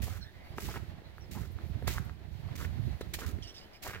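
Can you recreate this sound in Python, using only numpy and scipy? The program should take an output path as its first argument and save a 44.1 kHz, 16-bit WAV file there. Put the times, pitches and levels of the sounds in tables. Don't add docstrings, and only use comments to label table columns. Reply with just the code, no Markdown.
import sys
import numpy as np
from scipy import signal
from scipy.fft import rfft, irfft
from scipy.io import wavfile
from scipy.ndimage import uniform_filter1d

SR = 44100
rng = np.random.default_rng(int(sys.argv[2]) if len(sys.argv) > 2 else 0)


def unload_audio(sound):
    columns = np.transpose(np.atleast_2d(sound))
    steps = np.round(np.clip(columns, -1, 1) * 32767)
    wavfile.write(sys.argv[1], SR, steps.astype(np.int16))


def natural_amplitude(level_db):
    exponent = np.asarray(level_db, float) / 20
    return 10 ** exponent


N = 176400
T = np.arange(N) / SR


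def rms_one(x):
    return x / np.sqrt(np.mean(x ** 2) + 1e-20)


def colour(x, points, share=1):
    hz, db = np.transpose(points)
    grid = np.maximum(np.arange(N // 2 + 1) * SR / N, 1)
    gain_db = share * np.interp(np.log(grid), np.log(hz), db)
    return irfft(rfft(x) * natural_amplitude(gain_db), N)


def lowpass(x, order, hz):
    return signal.sosfilt(signal.butter(order, hz, fs=SR, output="sos"), x)


def drift(rate_hz):
    r = np.exp(-2 * np.pi * rate_hz / SR)
    wander = signal.lfilter([1], [1, -2 * r, r * r], rng.standard_normal(N + SR))
    return rms_one(wander[SR:])


def window(s, length, attack, release):
    rise = np.clip((T - s) / attack, 0, 1)
    return rise * np.exp(-np.maximum(T - s - length, 0) / release)


def peak(x, hz, width_hz):
    r = np.exp(-np.pi * width_hz / SR)
    poles = [1, -2 * r * np.cos(2 * np.pi * hz / SR), r * r]
    return signal.lfilter([(1 - r * r) / 2, 0, (r * r - 1) / 2], poles, x + 1e-18)


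def band(hz, width_hz):
    once = peak(rng.standard_normal(N), hz, width_hz)
    return rms_one(peak(once, hz, width_hz))


def apart(x, hz, low_db, high_db, rate_hz):
    low = lowpass(x, 1, hz)
    return low * natural_amplitude(low_db * drift(rate_hz)) + (x - low) * natural_amplitude(high_db * drift(rate_hz))


def ports(shared, own, alike):
    # frequency in Hz,
    # tilt in dB before each port's share.
    port_tilt = [(300, 2.5), (1300, -2), (2400, -1.5), (4400, -4.5), (8000, -5.5), (10500, 2), (13000, 3.5),
                 (16000, 8)]
    right_lag_s = .0001
    alike = np.clip(alike, 0, 1)
    hz = np.arange(N // 2 + 1) * SR / N
    late = irfft(rfft(shared) * np.exp(-2j * np.pi * hz * right_lag_s), N)
    left, right = np.sqrt(alike) * np.array([shared, late]) + np.sqrt(1 - alike) * own
    return np.array([colour(left, port_tilt, share=0.82), colour(right, port_tilt, share=-0.85)])


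def street():
    # time in seconds, level in dB.
    traffic_swell = [(0.0, -59.5), (0.37, -63.5), (0.78, -60), (1.1, -64.5), (1.5, -61), (2.0, -60.5),
                     (2.22, -63.5), (2.6, -59), (3.38, -61), (3.48, -61), (3.65, -64.5), (3.87, -65.5),
                     (4.0, -60.5)]
    # frequency in Hz, density in dB per Hz.
    hush_body = [(200, 1), (490, -5.5), (660, 0.5), (1270, -11), (1950, -6.5), (2600, -11.5), (4200, -14),
                 (5200, -21)]
    hush_top = [(8500, -30.5), (13000, -25), (16000, -28)]
    outline = [(60, 5.3)] + list(hush_body) + list(hush_top)
    hush = np.array([rms_one(colour(w, outline)) for w in rng.standard_normal((3, N))])
    hush = apart(hush, 2700, low_db=2.86, high_db=0.87, rate_hz=6.5)
    level_db = np.interp(T, *np.transpose(traffic_swell)) + 5
    return natural_amplitude(level_db) * ports(hush[0], hush[1:], alike=0.23)


def drone():
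    # time in seconds, level in dB.
    drone_swell = [(0, -73), (.45, -68.5), (.65, -55), (1.05, -71), (1.3, -61.5), (1.6, -62.5),
                   (2.1, -66.5), (2.9, -69.5), (3.25, -58.5), (3.6, -68), (4, -82)]
    motor = natural_amplitude(-65) * window(2.7, .27, 0.025, 0.015) * band(237, 10)
    level_db = np.interp(T, *np.transpose(drone_swell)) + 3.2 * drift(24)
    return natural_amplitude(level_db) * band(345, 162) + motor


def evened(x):
    even_s = .09
    return x / np.sqrt(uniform_filter1d(x ** 2, size=int(even_s * SR)) + .05)


def wind():
    # time in seconds, level in dB.
    gust_swell = [(0.0, -39), (0.19, -46), (0.32, -57), (0.75, -42.5), (1.12, -57), (1.43, -39.5),
                  (1.46, -48), (1.77, -40.5), (1.78, -48), (1.9, -33.5), (2.15, -49), (2.88, -37),
                  (2.97, -47), (3.42, -39.5), (3.52, -59), (3.81, -69), (3.89, -48), (4.0, -50)]
    # frequency in Hz, density in dB per Hz.
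    wind_spectrum = [(15, -71), (25, -71), (51, 4.5), (81, 7), (156, -4.5), (208, -13.5), (307, -26.5),
                     (500, -45), (650, -102), (1100, -120)]
    left_db, top = -18, 0.22
    gust_db = np.interp(T, *np.transpose(gust_swell))
    level = natural_amplitude(gust_db + 5.5 + 6 * np.tanh(drift(28)))
    outline = [(10, -60)] + list(wind_spectrum) + [(900, -70)]
    right, left = (evened(rms_one(colour(rng.standard_normal(N), outline))) for _ in "ab")
    flutter_db = -54 + 1.15 * (gust_db + 43) + 11.7 * np.tanh(drift(27.6))
    flutter = band(166.6, 150) * natural_amplitude(flutter_db)
    return np.array([natural_amplitude(left_db) * level * left,
                     top * np.tanh(level * right / top) + flutter + thumps()])


def thumps():
    # start in seconds, peak in dB, pitch in Hz.
    slaps = [(.004, -32.5, 208), (0.034, -32, 115), (0.109, -34, 101), (0.576, -37.5, 248),
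             (0.669, -41.5, 153), (1.305, -48, 100), (1.697, -32.5, 147), (1.751, -33.5, 118),
             (1.829, -32, 103), (1.998, -29, 141), (2.349, -36, 131), (2.693, -41, 145), (2.794, -24, 116),
             (3.003, -58, 104), (3.379, -45, 105)]
    cycles = 2.26
    out = 0
    for s, db, hz in slaps:
        turn = np.maximum(T - s, 0) * hz
        swell = turn * np.exp(1 - 3.33 * turn / cycles)
        out = out + natural_amplitude(db + 6.0) * np.sin(2 * np.pi * turn) * swell
    return out


def grains(per_s, spread_db):
    sizes_db = spread_db * np.minimum(rng.exponential(1, N), 4)
    sizes = natural_amplitude(sizes_db) * rng.choice([-1, 1], N)
    return rms_one(sizes * (rng.random(N) < per_s / SR))


def crunch():
    # start in seconds, length in seconds, level in dB, pitch in Hz.
    packings = [(0.016, .02, -52, 1910), (0.059, 0.026, -55, 645), (0.077, 0.1, -58.5, 1170),
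                (0.68, 0.018, -45.5, 750), (0.696, 0.025, -52.5, 1260), (0.739, .01, -46, 1400),
                (0.753, 0.015, -46, 1390), (0.763, 0.0048, -41, 810), (1.342, .045, -55, 800),
                (1.395, 0.063, -61, 1210), (1.866, 0.015, -41, 1640), (1.881, 0.032, -52, 1660),
                (1.933, 0.056, -53.5, 950), (2.582, 0.047, -51, 1090), (2.636, 0.015, -48.5, 1460),
                (3.184, 0.0066, -42, 810), (3.203, 0.047, -50.5, 1150), (3.26, 0.045, -58, 1160),
                (3.843, 0.035, -49, 690), (3.872, 0.041, -48, 1350), (3.921, 0.045, -49.5, 1530)]
    clumps = natural_amplitude(2.0 * np.tanh(drift(94)))
    coarse = lowpass(grains(2300, spread_db=1.5) * clumps, 2, 3000)
    sole = 0.71 * rms_one(peak(coarse, 420, 210))
    out = 0
    for s, d, db, hz in packings:
        width_hz = 0.88 * hz
        ring = rms_one(peak(peak(coarse, hz, width_hz), hz, width_hz))
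        out = out + natural_amplitude(db) * window(s, d, 0.15 * d + 0.01, 0.006) * (ring + sole)
    return out


def hiss():
    # start in seconds, length in seconds, level at contact in dB,
    # fall until lift in dB.
    presses = [(0.017, 0.18, -47.5, 16), (0.573, 0.023, -58.5, -4), (0.599, 0.18, -49.5, 3.5),
               (1.309, .17, -50, 16.5), (1.871, 0.12, -39, 16.5), (2.552, 0.013, -46, 5),
               (2.573, 0.086, -52, 2.5), (3.006, 0.012, -51, 5), (3.135, 0.035, -31, 29.5),
               (3.186, 0.066, -49.5, 6), (3.26, 0.059, -47.5, 15), (0.56, 0.015, -62, 3),
               (3.82, 0.072, -50, -2), (3.894, 0.08, -52, 16)]
    # frequency in Hz, density in dB per Hz.
    grain_spectrum = [(300, -3), (1300, -8), (2000, 2), (2600, -0.5), (7000, -5), (9000, -9.5),
                      (13000, -4.5), (16000, -8.5)]
    load = 0
    for s, d, db, fall_db in presses:
        level_db = db - fall_db * np.clip((T - s) / d, 0, 1)
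        load = load + natural_amplitude(level_db) * window(s, d, 0.0054, 0.0035)
    fine = [rms_one(colour(grains(6000, spread_db=3.5), grain_spectrum)) for _ in "abc"]
    fine = apart(np.array(fine), 6800, low_db=1.1, high_db=1.4, rate_hz=23)
    return load * natural_amplitude(1.63 * drift(63)) * fine


def echoes(x):
    age = np.arange(int(.2 * SR)) / SR
    tail = rng.standard_normal((2, len(age))) * np.exp(-age / 0.079) * (age > .002)
    tail = tail / np.sqrt(np.sum(tail ** 2) / 2)
    return natural_amplitude(-9) * signal.fftconvolve(x[None], tail, axes=1)[:, :N]


def glide(s, d, hz0, hz1, bend):
    progress = np.clip((T - s) / d, 0, 1) ** bend
    return 2 * np.pi * np.cumsum(hz0 + (hz1 - hz0) * progress) / SR


def sliding(rows, width_hz, bed):
    a, b = (rms_one(v) for v in lowpass(rng.standard_normal((2, N)), 2, width_hz / 2))
    out = 0
    for s, d, db, hz0, hz1 in rows:
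        phase = glide(s, d, hz0, hz1, bend=.88)
        rub = a * np.sin(phase) + b * np.cos(phase)
        out = out + natural_amplitude(db) * window(s, d, 0.0028, 0.012) * (rub + bed)
    return out


def jacket():
    # start in seconds, length in seconds, level in dB, start and end pitch in Hz.
    squeak_rows = [(.205, 0.017, -63, 1600, 1544), (.243, 0.05, -60, 1660, 1790),
                   (.33, .15, -64.5, 1900, 2153), (.21, 0.031, -57.5, 4250, 4100),
                   (.255, 0.033, -64, 3380, 3720), (1.041, 0.034, -68.5, 4070, 4100),
                   (3.424, .01, -51, 3330, 2990), (3.444, .014, -57, 2990, 2960),
                   (3.472, 0.023, -55.5, 2910, 3000), (3.496, 0.011, -58, 3310, 3330),
                   (3.54, 0.012, -56.5, 3000, 3100), (3.56, 0.036, -62, 3570, 3830),
                   (3.592, 0.012, -62, 2250, 2260), (3.61, 0.038, -61.5, 2900, 3040),
                   (3.735, 0.025, -63.5, 2220, 2310), (3.74, 0.014, -64, 2890, 2920)]
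    # start in seconds, length in seconds,
    # level in dB, start and end pitch in Hz.
    rasp_rows = [
        (2.85, 0.079, -70, 3960, 4180),
        (3.01, 0.0071, -56, 3900, 3800),
        (3.42, 0.019, -58, 6000, 5480),
        (3.428, 0.036, -59.5, 5200, 4700),
        (3.47, 0.033, -56, 5340, 5430),
        (3.54, 0.047, -57.5, 5450, 4930),
        (3.58, 0.061, -64.5, 4920, 5060),
        (3.73, .04, -64, 4930, 5100),
    ]
    # start in seconds, length in seconds, level in dB.
    swish_rows = [
        (.42, 0.1, -75),
        (1.176, 0.014, -73),
        (1.512, 0.015, -68),
        (1.654, 0.051, -73),
        (1.81, 0.064, -72),
        (2.046, 0.0088, -65.5),
        (2.759, .25, -77),
        (3.415, 0.26, -78),
        (3.72, .05, -74),
    ]
    swish = band(13450, 6000) * sum(natural_amplitude(db) * window(s, d, 0.26 * d, 0.011) for s, d, db in swish_rows)
    rasps = sliding(rasp_rows, 510, bed=natural_amplitude(-4.5) * band(2400, 4600))
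    squeaks = natural_amplitude(1.3 * drift(55)) * sliding(squeak_rows, 240, bed=0)
    return swish + rasps + squeaks


def sparrows():
    # start in seconds, length in seconds, level in dB, start and end pitch in Hz.
    chirp_rows = [
        (.21, .014, -62, 6050, 5400),
        (.226, 0.026, -62, 5270, 5480),
        (.43, .135, -71.5, 4580, 4850),
        (1.206, .019, -63.5, 5470, 5750),
        (1.212, 0.037, -68, 5950, 5160),
    ]
    out = 0
    for s, d, db, hz0, hz1 in chirp_rows:
        whistle = np.sin(glide(s, d, hz0, hz1, bend=0.51))
        out = out + natural_amplitude(db) * window(s, d, 0.0054, 0.0069) * whistle
    return natural_amplitude(3.2 * drift(90)) * out


def snaps():
    # start in seconds, peak in dB, pitch in Hz.
    snap_rows = [(.583, -30.5, 1010), (.585, -35.5, 420), (.593, -53, 1400), (.741, -36, 1380),
                 (.759, -37, 1240), (.774, -42, 930), (.81, -59, 398), (1.019, -49.5, 364),
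                 (1.182, -42, 1390), (1.309, -52, 375), (1.316, -45, 3300), (1.353, -49, 687),
                 (1.358, -46, 1330), (1.373, -47, 890), (1.379, -47, 900), (1.587, -43, 1130),
                 (1.65, -48.5, 367), (1.824, -38.5, 465), (1.877, -44, 600), (1.879, -31, 890),
                 (1.977, -36.5, 1400), (1.982, -29.5, 1430), (2.096, -43, 1270), (2.463, -52.5, 805),
                 (2.489, -48, 1110), (2.555, -40.5, 2000), (2.584, -50, 1300), (2.647, -41.5, 1360),
                 (2.73, -55, 320), (3.01, -32, 426), (3.015, -40.5, 1450), (3.188, -41, 690),
                 (3.216, -42, 1200), (3.234, -45, 990), (3.265, -43, 1500), (3.386, -42.5, 326),
                 (3.6, -52.5, 705), (3.849, -51, 620), (3.867, -32.5, 820), (3.907, -42, 1010),
                 (3.934, -38, 1400), (3.939, -39, 1500), (3.948, -30, 1530), (3.957, -36, 1680),
                 (3.962, -40, 1640), (3.967, -53, 1700), (3.975, -40, 1700), (3.985, -47, 1500)]
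    cycles, tail_db, tail_s = 5.5, -10.5, 0.0024
    age = np.arange(SR // 20) / SR
    out, debris = np.zeros(N + len(age)), band(1470, 1480)
    for s, db, hz in snap_rows:
        i = int(s * SR)
        turn = age * hz * 9.0 / cycles
        ring = np.sin(2 * np.pi * hz * age) * turn * np.exp(1 - turn * 1.396) * 1.95
        puff = natural_amplitude(tail_db) * np.roll(debris, -i)[:len(age)] * np.exp(-age / tail_s)
        out[i:i + len(age)] += natural_amplitude(db) * (ring + puff)
    return out[:N]


def scene():
    fine = hiss()
    solid = crunch() + snaps()
    cloth_and_birds = jacket() + sparrows()
    near = ports(fine[0], fine[1:], alike=0.17) + ports(solid + cloth_and_birds, 0, alike=0.9)
    far = street() + ports(drone(), 0, alike=1.0)
    return 1.182 * near + echoes(fine[0] + solid) + wind() + far


def roll_off(x):
    return signal.sosfilt(signal.butter(12, 16530, fs=SR, output="sos"), x)


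def record(dry):
    steep = signal.ellip(14, .5, 75, 15850, fs=SR, output="sos")
    mix = signal.sosfilt(steep, dry)
    return roll_off(mix)


dry = scene()
out = record(dry)
unload_audio(out)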